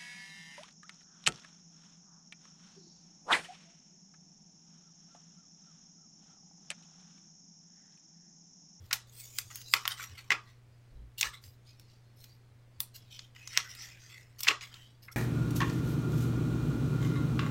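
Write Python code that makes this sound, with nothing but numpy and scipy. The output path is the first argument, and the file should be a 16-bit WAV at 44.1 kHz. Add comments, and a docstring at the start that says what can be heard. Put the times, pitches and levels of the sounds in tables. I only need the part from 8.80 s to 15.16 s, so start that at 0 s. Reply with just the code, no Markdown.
"""Adhesive dots on a paper cut-out

Foam adhesive dots are picked off their stiff backing sheet and pressed onto paper on a desk.
The sheet buckles in sharp noise bursts; rubbing and peeling fingers are hiss, catches and creases,
all coloured by the paper's modes. Hands bump and knock the desk: low sways and hollow resonances.
A small room echoes the paper, over faint hiss, a ventilation drone and mains hum."""
import sys
import numpy as np
from scipy import signal
from scipy.fft import rfft, irfft, next_fast_len
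from scipy.io import wavfile
from scipy.ndimage import uniform_filter1d

SR = 44100
rng = np.random.default_rng(int(sys.argv[2]) if len(sys.argv) > 2 else 0)


def pcm_store(signal):
    """Save signal as 16-bit PCM."""
    levels = np.round(np.clip(np.atleast_2d(signal), -1, 1) * 32767)
    wavfile.write(sys.argv[1], SR, levels.astype(np.int16).T)


N = 280476


def gain_of(db):
    """Decibels to amplitude."""
    return 10 ** (np.asarray(db) / 20)


def evened(x):
    """Scales to rms 1."""
    return x / np.sqrt(np.mean(x ** 2) + 1e-20)


def read(points, hz, axis=1):
    """Interpolates one table column on a log-frequency axis."""
    table = np.transpose(points)
    return np.interp(np.log(hz + 1), np.log(table[0] + 1), table[axis])


def add(mix, start_s, sound):
    """Mixes a sound in at start_s, clipped to the mix."""
    start = round(start_s * SR)
    sound = sound[max(-start, 0):]
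    part = mix[max(start, 0):][:len(sound)]
    part += sound[:len(part)]


# Still-room hiss spectrum: (frequency [Hz], relative density [dB per Hz])
HISS_SPECTRUM = [(25, -1), (55, -5.5), (90, -4.5), (160, -6.5), (250, -10.5), (500, -14.5), (1000, -20.5),
                 (2000, -21.5), (4000, -29), (8000, -33.5), (13000, -40), (16000, -39)]
# Mains hum: (frequency [Hz], level [dB rms])
MAINS_HUM = [(59.9, -76), (119.8, -59.5)]
HISS_ABOVE_200_HZ_DB = -70


def still_room(drone_hz=97, drone_width_hz=14, drone_db=-71):
    """Steady shaped hiss, a narrow noise band as the ventilation drone, and mains-hum sines."""
    hz = np.fft.rfftfreq(N, 1 / SR)
    t = np.arange(N) / SR
    spectrum = rfft(rng.standard_normal(N)) * gain_of(read(HISS_SPECTRUM, hz))
    hiss = irfft(spectrum, N) / irfft(spectrum * (hz > 200), N).std()
    drone_gain = 1 / (1 + (2 * (hz - drone_hz) / drone_width_hz) ** 2)
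    drone = irfft(rfft(rng.standard_normal(N)) * drone_gain, N)
    hum = np.zeros(N)
    for hum_hz, db in MAINS_HUM:
        hum += gain_of(db) * evened(np.sin(2 * np.pi * (hum_hz * t + rng.random())))
    return gain_of(HISS_ABOVE_200_HZ_DB) * hiss + gain_of(drone_db) * evened(drone) + hum


# Room echo: (frequency [Hz], nominal level re direct sound [dB], t60 [s])
ROOM_ECHO = [(200, 12.5, 0.13), (443.4, 9.5, 0.2), (900, -2.5, 0.23), (1170, -6, .28), (2130, -6.5, 0.16),
             (4510, -12, 0.27), (8000, -10, 0.23), (14000, -4, 0.1)]


def room(x, first_s=.003, reflections_per_s=5000):
    """Random reflections from desk and near walls, each band decaying at its own rate."""
    t = np.arange(SR // 2) / SR
    taps = rng.standard_normal(len(t)) * (rng.random(len(t)) < reflections_per_s / SR)
    hz, when_s, z = signal.stft(evened(taps), SR, nperseg=256)
    t60_s = read(ROOM_ECHO, hz, axis=2)[:, None]
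    unit_energy = np.sqrt(2 * np.log(1000) / (t60_s * SR))
    level = gain_of(read(ROOM_ECHO, hz)[:, None])
    decay = np.exp(-np.log(1000) * when_s / t60_s)
    tail = signal.istft(z * unit_energy * level * decay, SR, nperseg=256)[1][:len(t)]
    return signal.fftconvolve(x, tail * (t > first_s))[:N]


# Hands and arms bump the desk: (start [s], length [s], level [dB rms], pitch [Hz])
DESK_BUMPS = [(-.02, 0.1, -54.5, 88.7), (0.612, 0.11, -63.5, 95.3), (1.275, 0.099, -54.5, 88),
              (2.084, 0.26, -53, 56.2), (2.079, 0.17, -55.5, 29), (2.432, 0.099, -56.5, 55),
              (2.64, 0.072, -57, 92), (3.969, 0.058, -61, 86)]


def bumps(scuff_db=-14, scuff_hz=220):
    """Soft flesh pushes the desk top: a sine sway with low-passed scuff under a sin-squared envelope."""
    out = np.zeros(N)
    lowpass = signal.butter(2, scuff_hz, fs=SR, output="sos")
    for start_s, length_s, db, pitch_hz in DESK_BUMPS:
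        t = np.arange(0, length_s, 1 / SR)
        scuff = signal.sosfilt(lowpass, rng.standard_normal(SR))[:len(t)]
        sway = evened(np.sin(2 * np.pi * pitch_hz * t)) + gain_of(scuff_db) * evened(scuff)
        add(out, start_s, gain_of(db) * evened(sway * np.sin(np.pi * t / length_s) ** 2))
    return out


# The hardest tugs knock the hands on the desk: (start [s], rms level before envelope [dB])
DESK_KNOCKS = [(0.937, -50.5), (1.511, -44), (2.442, -53), (5.689, -40)]
# Desk modes: (frequency [Hz], half-amplitude width [Hz], relative level [dB])
DESK_MODES = [(307, 45, -3), (415, 65, 5), (570, 150, -2)]


def knocks(rise_s=.008, decay_s=.028):
    """The desk modes answer as random-phase resonances with a soft rise and short decay."""
    out = np.zeros(N)
    t = np.arange(SR // 5) / SR
    hz = np.fft.rfftfreq(len(t), 1 / SR)
    top = sum(gain_of(db) / (1 + (2 * (hz - f) / width) ** 2) for f, width, db in DESK_MODES)
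    envelope = (1 - np.exp(-t / rise_s)) * np.exp(-t / decay_s)
    for start_s, db in DESK_KNOCKS:
        phase = np.exp(2j * np.pi * rng.random(len(hz)))
        ringing = evened(irfft(top * phase, len(t)))
        add(out, start_s, gain_of(db) * ringing * envelope)
    return out


def causal(gain):
    """Minimum-phase response with this gain: it rings only after the blow."""
    log_gain = np.log(np.maximum(gain, gain.max() * gain_of(-100)))
    circle = np.concatenate([log_gain, log_gain[-2:0:-1]])
    return np.exp(np.conj(signal.hilbert(circle)))[:len(gain)]


# Radiation of handled paper: (frequency [Hz], relative level [dB])
PAPER_RADIATION = [(700, -4), (1500, -3), (3200, 2.5), (4200, 4), (5300, 2.5), (7000, 0.5), (8500, 1),
                   (10000, -1), (13000, 5), (16000, 3)]
# Bending modes of the backing sheet: (frequency [Hz], width at half the dB lift [Hz], lift [dB])
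SHEET_MODES = [(1103, 220, 6), (1420, 80, 0.5), (1950, 46, 3.5), (2076, 90, 4), (2520, 110, 4),
               (2861, 90, 2.5), (3450, 180, 2.5), (5200, 830, 3)]
# Body, edge and air bands: (low [Hz], high [Hz])
LEVEL_BANDS = [(700, 2800), (2800, 9000), (9000, 16000)]


def sheet(force, span_s, band_db, lowest_hz, leak_db, holder_db, ring_hz=1, ring_db=0,
          sharpness=8, droop=0.28, holder_hz=900):
    """A force radiates through a paper patch: weak bass, modes, a ring, set body, edge and air levels."""
    size = 2 * next_fast_len(len(force) // 2 + 1024)
    hz = np.fft.rfftfreq(size, 1 / SR) + 1
    spectrum = rfft(force, size)
    # the patch hardly radiates below its lowest mode; the sheet around it and the desk reach further down
    patch = 1 / np.sqrt(1 + (lowest_hz / hz) ** 9)
    holder = gain_of(holder_db) / np.sqrt(1 + (holder_hz / hz) ** 10)
    bass_cut = patch + holder + gain_of(leak_db) * hz / (hz + 250)
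    modes_db = sum(db / (1 + (2 * (hz - f) / width) ** 2) for f, width, db in SHEET_MODES)
    detuning = sharpness * (hz / ring_hz - ring_hz / hz)
    ringing = 1 + (gain_of(ring_db) - 1) / np.sqrt(1 + detuning ** 2)
    # a soft contact keeps losing treble towards the top
    top_db = droop * min(band_db[2] - band_db[1], 0) * np.log2(np.maximum(hz / 7000, 1))
    colour = gain_of(read(PAPER_RADIATION, hz) + modes_db + top_db) * bass_cut * ringing
    log_centres = np.log([1930, 4070, 6800, 10800])
    for _ in range(2):  # bands overlap: second pass refines
        power = 2 * abs(spectrum * colour) ** 2 / (size * span_s * SR)
        body, edge, air = (db - 10 * np.log10(power[(hz > lo) & (hz < hi)].sum())
                           for db, (lo, hi) in zip(band_db, LEVEL_BANDS))
        colour = colour * gain_of(np.interp(np.log(hz), log_centres, [body, edge, edge, air]))
    return irfft(spectrum * causal(colour), size)


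def flexing(force, patchy_db=7.0):
    """The grip bends the paper, so small patches of its spectrum swell and fade."""
    z = signal.stft(force, nperseg=384)[2]
    patches = uniform_filter1d(rng.standard_normal(z.shape), size=16, axis=1)
    patches = uniform_filter1d(patches, size=2, axis=0)
    return signal.istft(z * gain_of(patchy_db * evened(patches)), nperseg=384)[1][:len(force)]


def resonate(x, hz, width_hz):
    """A one-pole resonance of peak gain 1 whose pitch may glide."""
    turn = np.exp(2j * np.pi * np.cumsum(hz * np.ones(len(x))) / SR)
    r = np.exp(-np.pi * width_hz / SR)
    return 2 * (turn * signal.lfilter([1 - r], [1, -r], x / turn)).real


def friction(speed, contact, ring_hz, ring_width=0.1, catches_per_s=900, catch_db=1.5, slide=0.91,
             unevenness_db=2.0, creases_per_s=80, crease_db=29):
    """Skin slides on paper: hiss, catching fibres and glue, tiny creases, under uneven pressure."""
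    body_db, air_db, lowest_hz, ring_db = contact
    hiss, drift, size, chance, creasing = rng.random((len(speed), 5)).T
    catch_size = gain_of(catch_db * np.minimum(-np.log(size), 4))
    catches = np.sign(hiss - .5) * catch_size * (chance < catches_per_s / SR)
    creases = gain_of(crease_db) * (2 * hiss - 1) * (creasing < creases_per_s / SR)
    pressure = gain_of(unevenness_db * evened(uniform_filter1d(drift - .5, size=300)))
    rubbing = flexing(slide * evened(hiss - .5) + evened(catches))
    force = (rubbing + creases) * pressure * speed
    ringing = resonate(force, ring_hz, ring_width * np.mean(ring_hz))
    force = force + (gain_of(ring_db) - 1) * ringing
    edge_db = 10 * np.log10(np.mean(speed ** 2))
    band_db = edge_db + body_db, edge_db, edge_db + air_db
    return sheet(force, len(speed) / SR, band_db, lowest_hz, leak_db=-27.5, holder_db=-17.0)


# Contact colours: (body re edge [dB], air re edge [dB], lowest frequency [Hz], ring lift [dB])
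SLIDE_CONTACT = (-16, -5.5, 2299.5, 15)
BEND_CONTACT = (-4, -10, 1137, 0.5)
PICK_CONTACT = (1.5, -13.5, 1602.5, 8.5)
WIPE_CONTACT = (-11.5, -16.5, 1695.5, 13.5)
# Fingers slide on the glossy sheet, ring moving with the grip:
# (time [s], edge level before trim [dB], ring [Hz])
SLIDE_MOVE = [(.27, -70, 5600), (.35, -62, 8370), (.40, -48.5, 8530), (.47, -55.5, 6495), (.54, -57, 6800),
              (.58, -43, 7100), (.61, -63.5, 6995), (.70, -61, 6700), (.75, -52.5, 5985), (.86, -59, 6070),
              (.935, -47.5, 7590)]
# Fingers bend the sheet to lift a dot: (time [s], edge level before trim [dB], ring [Hz])
BEND_MOVE = [(.97, -58.5, 6000), (1.09, -52, 3070), (1.12, -38, 2590), (1.16, -63.5, 3520),
             (1.185, -45.5, 5200), (1.24, -44, 5300), (1.27, -58.5, 4900), (1.49, -69, 1903)]
# Nails pick at the dot's liner: (time [s], edge level before trim [dB], ring [Hz])
PICK_MOVE = [(4.55, -63.5, 2700), (4.66, -63, 2400), (4.75, -47, 2100), (4.85, -61, 1900),
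             (5.07, -55.5, 1960), (5.18, -66, 2000), (5.27, -68.5, 2000), (5.31, -58.5, 1950),
             (5.42, -59.5, 2150), (5.45, -70.5, 2050), (5.58, -78.5, 2000)]
IDLE_BEFORE_TRIM_DB, IDLE_RING_HZ, IDLE_SWELL_DB = -81.5, 4200, 3.5


def handling():
    """Long moves: friction follows the fingers' effort, over a faint idle rustle that swells at random."""
    swell = np.interp(np.arange(N), np.linspace(0, N, num=60), rng.standard_normal(size=60))
    idle = gain_of(IDLE_BEFORE_TRIM_DB + IDLE_SWELL_DB * swell)
    out = friction(idle, WIPE_CONTACT, IDLE_RING_HZ)[:N]
    for move, contact in [(SLIDE_MOVE, SLIDE_CONTACT), (BEND_MOVE, BEND_CONTACT), (PICK_MOVE, PICK_CONTACT)]:
        when_s, db, ring_hz = np.transpose(move)
        t = np.arange(when_s[0], when_s[-1], 1 / SR)
        effort = gain_of(np.interp(t, when_s, db))
        add(out, when_s[0], friction(effort, contact, np.interp(t, when_s, ring_hz)))
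    return out


# Contact colours: (body re edge [dB], air re edge [dB], lowest frequency [Hz], ring lift [dB])
PEEL_CONTACT = (-12, -3.5, 1701, 7)
SCRAPE_CONTACT = (-0.5, -14, 1198, 7)
# A fingertip wipes or presses paper:
# (half-speed time [s], length scale [s], full-speed edge level before trim [dB], ring [Hz])
WIPE_STROKES = [(2.861, .07, -62, 4260), (2.98, 0.086, -71, 5350), (3.078, 0.077, -68, 4630),
                (3.452, 0.11, -69, 4770), (4.18, 0.15, -68.5, 3350), (4.314, 0.064, -52, 3330),
                (4.392, 0.088, -63.5, 3120), (4.892, .036, -48.5, 5700), (4.986, 0.085, -48, 5500),
                (5.2, 0.11, -60, 6040), (5.968, .11, -60, 3020)]
# Glue lets go with a short fizz:
# (half-speed time [s], length scale [s], full-speed edge level before trim [dB], ring [Hz])
PEEL_STROKES = [(0.015, 0.093, -69.5, 14000), (0.338, 0.069, -58.5, 8400), (2.382, 0.029, -41, 3210),
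                (2.625, 0.071, -62.5, 5100), (3.38, 0.093, -64, 5600), (4.144, .03, -51.5, 4200),
                (5.588, .02, -50, 5500), (6.226, 0.033, -59.5, 5225), (6.317, .014, -53, 6280)]
# A paper edge scrapes past a finger:
# (half-speed time [s], length scale [s], full-speed edge level before trim [dB], ring [Hz])
SCRAPE_STROKES = [(0.703, 0.021, -52.5, 6750), (0.73, 0.071, -63.5, 6060), (1.375, 0.029, -50.5, 2870),
                  (1.627, 0.095, -68.5, 2040), (2.441, 0.037, -41, 1950), (2.527, .034, -52, 3830),
                  (5.631, 0.027, -43.5, 2540), (5.817, 0.054, -49.5, 2050), (5.91, 0.076, -60.5, 2970)]


def strokes(attack=.45, release=0.49, hold=.7):
    """Short wipes, peels and scrapes: speed rises, holds, eases off (shares of the length scale)."""
    out = np.zeros(N)
    for table, contact in [(WIPE_STROKES, WIPE_CONTACT), (PEEL_STROKES, PEEL_CONTACT),
                           (SCRAPE_STROKES, SCRAPE_CONTACT)]:
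        for start_s, length_s, db, ring_hz in table:
            progress = np.arange(-attack / 2, 2, 1 / (length_s * SR))
            rise = np.minimum(progress / attack + .5, 1)
            speed = rise * np.exp(-np.maximum(progress - hold, 0) / release)
            add(out, start_s + progress[0] * length_s, friction(gain_of(db) * speed, contact, ring_hz))
    return out


SNAP_SPAN_S = .005  # snap levels: energy spread over this time


def snap(peak_s, build_s, decay_s, band_db, lowest_hz, ring_hz, ring_db, flutter=0.38, chatter_db=3,
         roundness=0.99, after_db=-24, after_s=0.005, before_db=-28, before_s=0.0032):
    """The sheet buckles: tiny slips build up to one impulse, and bending waves flutter out."""
    t = np.arange(-SR // 50, SR // 25) / SR
    slips, sizes = rng.standard_normal((2, len(t)))
    burst = np.exp(-(abs(t) / np.where(t < 0, build_s, decay_s)) ** roundness)
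    # fibres creak before giving way and settle afterwards
    creak = gain_of(before_db) * np.exp(-abs(t) / before_s)
    settling = gain_of(after_db) * np.exp(-abs(t) / after_s)
    envelope = burst + np.where(t < 0, creak, settling)
    force = flutter * envelope * evened(slips * gain_of(chatter_db * sizes))
    force[t == 0] = 1
    sound = sheet(force, SNAP_SPAN_S, band_db, lowest_hz, leak_db=-22.5, holder_db=-15,
                  ring_hz=ring_hz, ring_db=ring_db)
    return peak_s + t[0], sound


# Stiff sheet buckles sharply: (peak time [s], decay [s], body [dB], edge [dB], air [dB], ring [Hz])
SHEET_CRACKS = [(0.1294, 0.0057, -29, -23.5, -30.5, 6200), (0.5858, 0.0027, -36.5, -28.5, -34.5, 6900),
                (0.9378, 0.002, -18, -18.5, -31, 2080), (1.078, 0.00054, -32, -27, -32, 3090),
                (2.4111, 0.00259, -34.5, -24, -33, 5350), (4.0042, 0.00073, -45, -32.5, -29.5, 3450),
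                (4.7746, 0.00084, -23, -19, -38, 5270), (5.633, 0.003, -50, -32, -36, 5600)]
CRACK_BUILD_PER_DECAY, CRACK_LOWEST_HZ, CRACK_RING_DB = 0.1, 1240, 8
# Loose flap springs back, duller:
# (peak time [s], build-up [s], decay [s], body [dB], edge re body [dB], ring [Hz])
FLAP_SLAPS = [(0.111, 0.0009, 0.0043, -34, -5, 1420), (1.0539, 0.000264, .0034, -32, -3, 1350),
              (1.197, .0005, .004, -40.5, -18, 1490), (1.5052, 0.0001, 0.0024, -19.5, -11, 2130),
              (1.521, 0.0058, .0062, -20, -8, 2276), (2.43, 0.0012, 0.0017, -25, -2.5, 2080),
              (4.563, 0.00057, 0.005, -51.5, -8, 2020), (4.767, 0.0035, 0.007, -36, -7, 2866),
              (5.672, 0.0013, 0.0034, -25, -19.5, 2530), (5.686, 0.0047, 0.003, -16, -2, 2750),
              (5.708, 0.0081, 0.0087, -25.5, -5.5, 2800), (5.81, 0.00067, .006, -44.5, -0.5, 2400),
              (6.285, 0.0019, 0.0035, -43, -27.5, 2070)]
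FLAP_AIR_RE_EDGE_DB, FLAP_LOWEST_HZ, FLAP_RING_DB = -22.5, 1150, 12
# Fingernail flicks a dot's edge: (peak time [s], edge [dB], air re edge [dB], ring [Hz])
NAIL_TICKS = [(0.7573, -43, 1, 6600), (0.816, -49.5, -6.5, 6170), (2.639, -52.5, -10, 4900),
              (2.9972, -56.5, -6, 5343), (3.4421, -52, -4, 5090), (4.392, -41, -32, 3350),
              (4.675, -40, -17, 6500), (4.9507, -50.5, -4, 4030), (5.606, -40, 1.5, 5600),
              (5.9417, -47, -18, 3450)]
TICK_BUILD_S, TICK_DECAY_S = 0.00036, 0.0028
TICK_BODY_RE_EDGE_DB, TICK_LOWEST_HZ, TICK_RING_DB = -11, 1200, 11


def snaps(ring_share):
    """Sharp cracks, dull flaps, thin nail ticks: one snap mechanism on different paper patches."""
    out = np.zeros(N)
    for peak_s, decay_s, body, edge, air, ring_hz in SHEET_CRACKS:
        build_s = CRACK_BUILD_PER_DECAY * decay_s
        ring_db = ring_share * CRACK_RING_DB
        add(out, *snap(peak_s, build_s, decay_s, (body, edge, air), CRACK_LOWEST_HZ, ring_hz, ring_db))
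    for peak_s, build_s, decay_s, body, edge_re_body, ring_hz in FLAP_SLAPS:
        edge = body + edge_re_body
        band_db = body, edge, edge + FLAP_AIR_RE_EDGE_DB
        ring_db = ring_share * FLAP_RING_DB
        add(out, *snap(peak_s, build_s, decay_s, band_db, FLAP_LOWEST_HZ, ring_hz, ring_db))
    for peak_s, edge, air_re_edge, ring_hz in NAIL_TICKS:
        band_db = edge + TICK_BODY_RE_EDGE_DB, edge, edge + air_re_edge
        ring_db = ring_share * TICK_RING_DB
        add(out, *snap(peak_s, TICK_BUILD_S, TICK_DECAY_S, band_db, TICK_LOWEST_HZ, ring_hz, ring_db))
    return out


def scene(stroke_trim_db=-.5, handling_trim_db=-1, sideways=.85):
    """Paper and desk in the room; snaps send a different, less ringing wave to the walls than upward."""
    upward = snaps(ring_share=1)
    outward = snaps(ring_share=0.2)
    rubbing = gain_of(stroke_trim_db) * strokes() + gain_of(handling_trim_db) * handling()
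    # sideways: share of snap energy that feeds the room from the outward wave
    echo = room(np.sqrt(1 - sideways) * upward + rubbing) + room(np.sqrt(sideways) * outward)
    return (still_room() + bumps() + knocks() + rubbing + upward + echo)[None]


def record(dry, cutoff_hz=16000):
    """Limits the band with a linear-phase low-pass."""
    lowpass = signal.firwin(301, cutoff_hz, window=("kaiser", 9), fs=SR)
    return signal.oaconvolve(dry, lowpass[None], "same")


dry = scene()
out = record(dry)
pcm_store(out)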